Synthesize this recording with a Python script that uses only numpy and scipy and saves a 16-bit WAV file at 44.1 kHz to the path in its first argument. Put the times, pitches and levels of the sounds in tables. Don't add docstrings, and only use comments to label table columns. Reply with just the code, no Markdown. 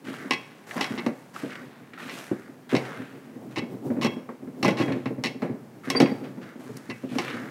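import sys
import numpy as np
from scipy import signal
from scipy.fft import rfft, irfft
from scipy.io import wavfile

SR = 44100
rng = np.random.default_rng(int(sys.argv[2]) if len(sys.argv) > 2 else 0)


def to_wav(sig):
    pcm = np.clip(np.atleast_2d(sig), -1, 1) * 32767
    pcm = np.round(pcm).astype(np.int16)
    wavfile.write(sys.argv[1], SR, pcm.T)


N = 330750
TIME = np.arange(N) / SR
AGE = TIME[:SR // 2]

# (frequency [Hz], level [dB])
AIR_COLOUR = [(30, -45), (64, -35), (113, -8.5), (253, -1), (320, -9), (2030, -23.5), (3590, -32.5),
              (15000, -39)]
AIR_DB = -51
# (frequency [Hz], fade time [s])
ROOM_DECAY = [(125, 0.42), (300, 0.37), (1000, 0.61), (2500, 0.56), (6000, 0.44), (14000, 0.4)]
# (frequency [Hz], level [dB])
GRIP_COLOUR = [(60, -51), (125, 0), (180, -7.5), (255, 2.5), (330, -5), (500, -11), (900, -21.5),
               (2000, -47)]
# (time [s], level [dB])
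GRIP_LEVEL = [(0.0, -43), (0.4, -36), (0.62, -75), (0.96, -28.5), (1.21, -56), (1.6, -38), (1.96, -46.5),
              (3.49, -35), (4.07, -26), (4.32, -42.5), (4.68, -30), (4.8, -31.5), (5.78, -39), (6.1, -26.5),
              (6.5, -38.5), (7.29, -36), (7.5, -29)]

# (time [s], gritty slide [dB], fine paper hiss [dB], rise [s], fade [s])
SCUFFS = [(0.04, -43.5, -56.5, 0.028, 0.29), (0.665, -48.5, -53.5, 0.0056, 0.33),
          (0.712, -43, -52, 0.00075, 0.2), (0.758, -34.5, -59, 0.017, 0.11),
          (1.331, -43.5, -53.5, 0.024, 0.14), (1.497, -44, -68, 0.0029, 0.19),
          (1.933, -49, -83, 0.0009, 0.079), (1.978, -40.5, -54, 0.016, 0.18), (2.1, -44, -50, 0.033, 0.054),
          (2.166, -41.5, -49, 0.0025, 0.11), (2.691, -39.5, -52.5, 0.0019, 0.21),
          (2.82, -43, -66, 0.058, 0.13), (3.506, -49, -63, 0.0021, 0.042), (4.769, -41, -54.5, 0.011, 0.12),
          (5.828, -41, -57.5, 0.029, 0.17), (6.235, -44, -74, 0.006, 0.034),
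          (6.414, -46, -67, 0.00087, 0.12), (6.594, -52.5, -61, 0.0012, 1),
          (6.768, -65, -46.5, .001, 0.0062), (7.085, -43.5, -54, 0.25, 0.14), (7.18, -37, -72, 0.087, 0.12)]
# (frequency [Hz], level [dB])
SLIDE_COLOUR = [(60, -45), (130, 6), (350, 7), (900, 1), (1600, 5), (2500, -1), (4000, -9.5), (6500, -22),
                (12000, -53)]
HISS_COLOUR = [(800, -29), (2500, 4), (6000, 7), (9000, 4.5), (13000, 0), (16000, -8)]
# (time [s], level [dB], centre [Hz])
SCRATCHES = [(0.0718, -33, 1560), (0.133, -34, 1000), (0.7087, -23, 1700), (0.774, -28, 1210),
             (1.36, -22, 1120), (1.503, -33, 2580), (1.5297, -33, 2380), (1.5536, -33, 2570),
             (1.934, -30.5, 1670), (1.976, -30, 1300), (2.0011, -30, 1160), (2.0787, -36, 2620),
             (2.85, -27, 1570)]

# (time [s], lower tones [dB], upper tones [dB])
PINGS = [(.311, -24, -36.5), (.811, -37, -38), (3.584, -42, -51), (4.049, -36, -36), (4.657, -28, -39),
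         (4.815, -34, -41), (5.24, -38, -46), (5.902, -37, -38), (6.002, -35, -39.5), (6.907, -39, -70)]
# (frequency [Hz], level [dB], fade by 60 dB [s])
METAL_LOW = [(1658, -11, 0.17), (2019, 0, 0.25), (2288, -9, 0.26), (2541, -5, 0.22)]
METAL_HIGH = [(3284, 0, 0.42), (2684, -1, 0.11)]

# (frequency [Hz], level [dB])
CASE_COLOUR = [(900, -46), (1500, -7.5), (2000, 7.5), (2650, 3.5), (3400, -3.5), (4100, 2.5), (4800, -4.5),
               (5600, -3.5), (6800, -12.5), (10000, -18.5), (15500, -30.5)]
HOLLOW_COLOUR = [(150, -59), (350, 26.5), (560, -19), (690, 7.5), (820, 18), (950, 9), (1100, 18),
                 (1400, -5), (2200, -51)]
# (frequency [Hz], level [dB], fade by 60 dB [s])
HOLDER_TONES = [(1071, -0.5, 0.074), (2023, -3, 0.11), (2199, -2, 0.21), (2687, 1.5, 0.13),
                (2940, 3, 0.054), (3840, -2, 0.062), (4295, -8, 0.045), (5460, 1, 0.046)]
# (time [s], length [s], level [dB], brightness [dB per octave], hollow body against the case [dB])
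CREAKS = [(0.977, 0.023, -24, -6.5, 1), (3.5595, 0.034, -23, -4, -0.5), (4.013, 0.06, -22, -1.5, 1),
          (4.6824, 0.012, -14, -8.5, -5), (4.771, 0.06, -25.5, -4, 2), (6.899, 0.016, -26, -4, -1)]
# (time [s], level [dB])
CHATTER = [(0.3215, -20.5), (0.334, -21.5), (0.34, -28), (0.828, -25.5), (0.8423, -21), (3.584, -27.5),
           (2.765, -21), (4.654, -21), (4.707, -28), (5.2496, -22.5), (5.2587, -20.5), (5.269, -23),
           (6.018, -21), (7.3006, -33)]
# (time [s], thud [dB], thud length [s], clack [dB], hollow body against the clack [dB],
#  clack decay [s], brightness [dB per octave])
JOLTS = [(0.3084, -26.5, 0.05, -12.5, 1, 0.014, -1.5), (0.8094, -28, 0.039, -15, -0.5, 0.02, 0),
         (1.063, -16.5, 0.035, -27, 5.5, 0.014, -0.5), (2.095, -54, .05, -26, -14, 0.05, -3.5),
         (2.75, -16.5, 0.069, -18, 5.5, 0.024, -3), (4.047, -16.5, 0.045, -23, 7, 0.01, 1),
         (4.2898, -28.5, 0.05, -41.5, 16.5, .018, -17), (4.6282, -20.5, 0.049, -16, -0.5, 0.025, 0.5),
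         (4.647, -13, 0.11, -20.5, 12.5, 0.03, 1.5), (4.68, -14, 0.019, -24, -2, 0.024, 2),
         (4.798, -15.5, 0.043, -32, 8, .016, -1), (4.88, -20.5, 0.035, -25.5, 1, 0.042, -18),
         (4.921, -26.5, 0.055, -26.5, -1, 0.011, -8), (5.057, -21.5, 0.03, -24.5, -5.5, 0.019, -8.5),
         (5.2376, -22.5, 0.05, -15, -3.5, 0.028, 0), (5.42, -18, 0.067, -30.5, 2, 0.036, -10),
         (5.901, -24, 0.13, -13.5, -3.5, 0.012, 2.5), (5.95, -19, 0.062, -18, -4, 0.036, -20),
         (6.0009, -7, 0.039, -13, -25, 0.02, 0.5), (6.059, -32, 0.06, -21.5, -13, 0.032, -14),
         (7.185, -29, 0.021, -17, 2.5, 0.023, 0)]

# (time [s], level [dB], length [s])
THUMPS = [(0.081, -26, 0.042), (0.243, -29.5, 0.052), (0.758, -23.5, 0.056), (0.904, -25, 0.054),
          (0.977, -28.5, 0.074), (1.096, -28, 0.033), (1.432, -23, 0.055), (2.053, -32.5, 0.039),
          (2.312, -16.5, 0.03), (2.492, -38.5, 0.031), (2.722, -17.5, 0.043), (2.73, -20, 0.016),
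          (2.74, -12.5, 0.015), (2.986, -30.5, 0.032), (3.355, -31.5, 0.031), (3.57, -21.5, 0.046),
          (3.616, -23.5, 0.05), (3.737, -29.5, 0.033), (3.823, -39.5, 0.012), (3.901, -17, 0.055),
          (3.965, -21.5, 0.039), (3.984, -22, 0.049), (4.162, -24.5, 0.059), (4.426, -33.5, 0.03),
          (4.472, -29, 0.033), (4.714, -19, 0.017), (4.825, -21, 0.038), (4.857, -22, 0.036),
          (4.9, -18, 0.052), (4.957, -21, 0.058), (5.104, -23.5, 0.04), (5.18, -24.5, 0.041),
          (5.344, -29, 0.04), (5.494, -22, 0.077), (5.871, -23.5, 0.2), (6.025, -10.5, 0.023),
          (6.116, -19.5, 0.028), (6.219, -27.5, 0.13), (6.372, -28, 0.051), (6.555, -33, 0.012),
          (6.691, -29.5, 0.038), (6.89, -27.5, 0.046), (7.034, -23, 0.037), (7.113, -24, 0.15),
          (7.155, -18, 0.04), (7.34, -27.5, 0.059)]
# (frequency [Hz], level [dB], fade by 60 dB [s])
BOARD_TONES = [(130.5, -11, 0.33), (191.6, -10.5, 0.45), (246.9, 3.5, 0.25), (267.9, 2, 0.16),
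               (353.6, -1, 0.089), (446.3, -6.5, 0.13), (609.5, -12, 0.13)]
# (frequency [Hz], level [dB])
BOOM_COLOUR = [(65, -110), (95, -78), (125, -5), (170, -3), (260, -2), (350, -5.5), (520, -8), (750, -32),
               (1500, -82)]
KNOCK_COLOUR = [(80, -26), (200, 5), (400, -1.5), (560, 7.5), (690, -1.5), (820, -1), (1100, -8.5),
                (1450, -11), (2200, -13), (3200, -32), (12000, -45)]


def undb(db):
    return 10 ** (np.asarray(db) / 20)


def unit(x, size=None):
    return x / np.sqrt(np.mean(x[:size] ** 2))


def along(points, hz):
    point_hz, value = np.transpose(points)
    return np.interp(np.log(np.maximum(hz, 1)), np.log(point_hz), value)


def tint(x, colour):
    hz = np.fft.rfftfreq(len(x), 1 / SR)
    return unit(irfft(rfft(x) * undb(along(colour, hz)), len(x)))


def noise(colour, size=len(AGE)):
    return tint(rng.standard_normal(size), colour)


def walk(rate):
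    knots = rng.standard_normal(N // 100)
    return np.interp(TIME * rate, np.arange(len(knots)), knots)


def ring(tones, pitch, scatter_db, contact_s=0.00025):
    hz, db, t60 = np.transpose(tones)[:, :, None]
    gain = undb(db + scatter_db * rng.standard_normal(hz.shape))
    phase = 2 * np.pi * (hz * pitch * AGE + rng.random(hz.shape))
    fade = np.exp(-np.log(1000) * AGE / t60)
    build_up = 1 - np.exp(-AGE / contact_s)
    return build_up * np.sum(gain * fade * np.sin(phase), axis=0)


def add(track, s, sound):
    start = max(int(s * SR), 0)
    track[start:start + len(sound)] += sound[:N - start]


def quiet_air():
    return noise(AIR_COLOUR, size=N) * undb(AIR_DB + 0.63 * walk(4.51))


def room(x, wet_db=-9.0, gap_s=0.013):
    t = TIME[:SR]
    hz = np.fft.rfftfreq(SR, 1 / SR)
    white = rfft(rng.standard_normal(SR))
    octave = np.round(np.log2(np.clip(hz, 125, 16000) / 125))
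    tail = np.zeros(SR)
    for k in np.unique(octave):
        in_octave = octave == k
        t60 = along(ROOM_DECAY, np.mean(hz[in_octave]))
        tail += irfft(white * in_octave, SR) * np.exp(-np.log(1000) * t / t60)
    tail *= 1 - np.exp(-(t / gap_s) ** 2)
    return undb(wet_db) * signal.fftconvolve(x, tail / np.sqrt(SR / 20))[:N]


def grip(db=-9.5, lumpy_db=5):
    swell_db = np.interp(TIME, *np.transpose(GRIP_LEVEL))
    lumps_db = lumpy_db * np.clip(walk(22), -2, 2)
    return noise(GRIP_COLOUR, size=N) * undb(db + swell_db + lumps_db)


def rubbing(grit_db=2.5, patchy_db=0.5, swell_db=3.0):
    slide_power, hiss_power, t = np.zeros(N), np.zeros(N), TIME[:SR]
    for s, coarse_db, fine_db, rise, fade in SCUFFS:
        speed = (1 - np.exp(-t / rise)) * np.exp(-t / fade)
        speed /= speed.max()
        add(slide_power, s, (undb(coarse_db) * speed) ** 2)
        add(hiss_power, s, (undb(fine_db) * speed) ** 2)

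    grain_sizes = np.minimum(rng.exponential(size=N // 25 + 1), 5.5)
    bursts = undb(grit_db * np.repeat(grain_sizes, 25)[:N])
    grit = tint(rng.standard_normal(N) * bursts, SLIDE_COLOUR)

    spectrum = rfft(grit)
    hz = np.fft.rfftfreq(N, 1 / SR)
    octave = np.round(np.log2(np.clip(hz, 400, 6400) / 400))
    patchy_grit = np.zeros(N)
    for k in np.unique(octave):
        band = irfft(spectrum * (octave == k), N)
        patchy_grit += band * undb(patchy_db * walk(55) + swell_db * walk(8.9))

    scrape = patchy_grit * np.sqrt(slide_power) * undb(0.72 * walk(83))
    hiss = tint(rng.standard_normal(N) * bursts, HISS_COLOUR)
    paper = hiss * np.sqrt(hiss_power) * undb(1.0 * walk(90))
    return scrape + paper


def scratches(db=-4, rise_s=0.0018, fade_s=0.0053, skirt_db=-15):
    out = np.zeros(N)
    flick = (1 - np.exp(-AGE / rise_s)) * np.exp(-AGE / fade_s)
    for s, level, hz in SCRATCHES:
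        colour = [(hz / 4, 2 * skirt_db), (hz / 2, skirt_db), (hz, 0),
                  (2 * hz, skirt_db), (8 * hz, 3 * skirt_db)]
        add(out, s, undb(level + db) * noise(colour) * flick)
    return out


def squeak(s=5.973, width_s=0.01, hz=4672, db=-19, octave_db=-24, waver=0.00244):
    phase = 2 * np.pi * np.cumsum(hz * (1 + waver * walk(250))) / SR
    swell = np.exp(-((TIME - s) / width_s) ** 2)
    return undb(db) * swell * (np.sin(phase) + undb(octave_db) * np.sin(2 * phase))


def pings():
    out = np.zeros(N)
    for s, low_db, high_db in PINGS:
        low = ring(METAL_LOW, pitch=1, scatter_db=0)
        high = ring(METAL_HIGH, pitch=1, scatter_db=0)
        add(out, s, undb(low_db) * low + undb(high_db) * high)
    return out


def tilted(db, hz, brightness):
    return db + brightness * np.log2(hz / 3000)


def case_noise(brightness):
    return noise([(hz, tilted(db, hz, brightness)) for hz, db in CASE_COLOUR])


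def click(decay, brightness, hollow_db, holder_db=-2.0, hollow_s=0.011, squeeze=0.0061, snap_tilt_db=1.5):
    snap = case_noise(brightness + snap_tilt_db) * np.exp(-AGE / 0.0025)
    lingering = 0.43 * case_noise(brightness) * np.exp(-AGE / decay)
    knock = noise(HOLLOW_COLOUR) * np.exp(-AGE / hollow_s)
    pitch = 1 + squeeze * rng.standard_normal()
    tones = [(hz, tilted(db, hz, brightness), t60) for hz, db, t60 in HOLDER_TONES]
    holder = ring(tones, pitch, scatter_db=0.5)

    contact = 1 - np.exp(-AGE / 0.0003)
    parts = [(0, snap + lingering), (hollow_db, knock), (holder_db, holder)]
    return sum(undb(db) * unit(part * contact, size=660) for db, part in parts)


def creaks(slip_db=-18.0, swell_db=1.0, slips_per_s=210, slip_s=0.0044):
    out = np.zeros(N)
    for s, length, db, brightness, hollow in CREAKS:
        gaps = np.exp(0.2 * rng.standard_normal(size=24)) / slips_per_s
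        for at in np.cumsum(gaps) - gaps[0]:
            if at < length:
                level = db + slip_db + swell_db * np.sin(np.pi * at / length)
                add(out, s + at, undb(level) * click(slip_s, brightness, hollow))
    return out


def clacks(case_db=-14.0, chatter_db=-12, chatter_s=0.011):
    out = np.zeros(N)
    for s, _, _, db, hollow, decay, brightness in JOLTS:
        add(out, s, undb(db + case_db) * click(decay, brightness, hollow))
    for s, db in CHATTER:
        add(out, s, undb(db + chatter_db) * click(chatter_s, brightness=-2, hollow_db=-6))
    return out


def thump(db, knock, length, rise_s=0.0041, loose=0.39, boom_db=-7.0, knock_db=-8, spread=0.036, joist_db=-19):
    pitch = 1 + spread * rng.standard_normal()
    damping = (1 - np.exp(-AGE / rise_s)) * np.exp(-(AGE / length) ** 2)
    boards = unit(ring(BOARD_TONES, pitch, scatter_db=3.0), size=1300) + loose * noise(BOOM_COLOUR)
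    boom = unit(boards * damping, size=1300)

    heel_shape = (1 - np.exp(-AGE / 0.0011)) * np.exp(-2 * AGE / length)
    heel = unit(noise(KNOCK_COLOUR) * heel_shape, size=1300)
    joists = ring([(129.3, joist_db, 0.23)], pitch, scatter_db=7.0, contact_s=0.0099)
    return undb(db) * (undb(boom_db) * boom + undb(knock + knock_db) * heel + joists)


def footfalls(soft_knock_db=-13, hard_knock_db=-5):
    out = np.zeros(N)
    for s, db, length in THUMPS:
        add(out, s, thump(db, soft_knock_db, length))
    for s, thud_db, length, *_ in JOLTS:
        add(out, s, thump(thud_db, hard_knock_db, length))
    return out


def scene():
    soles = rubbing() + scratches() + squeak()
    phone = pings() + creaks() + clacks()
    steps = footfalls()
    to_walls = steps * undb(1.5) + phone * undb(-4.0) + soles * undb(-0.5)
    return (quiet_air() + room(to_walls) + grip() + soles + phone + steps)[None]


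def record(dry):
    bass_cut = signal.butter(5, 88, "highpass", fs=SR, output="sos")
    top_cut = signal.ellip(8, 0.2, 70, 15700, fs=SR, output="sos")
    return signal.sosfilt(top_cut, signal.sosfilt(bass_cut, dry))


dry = scene()
out = record(dry)
to_wav(out)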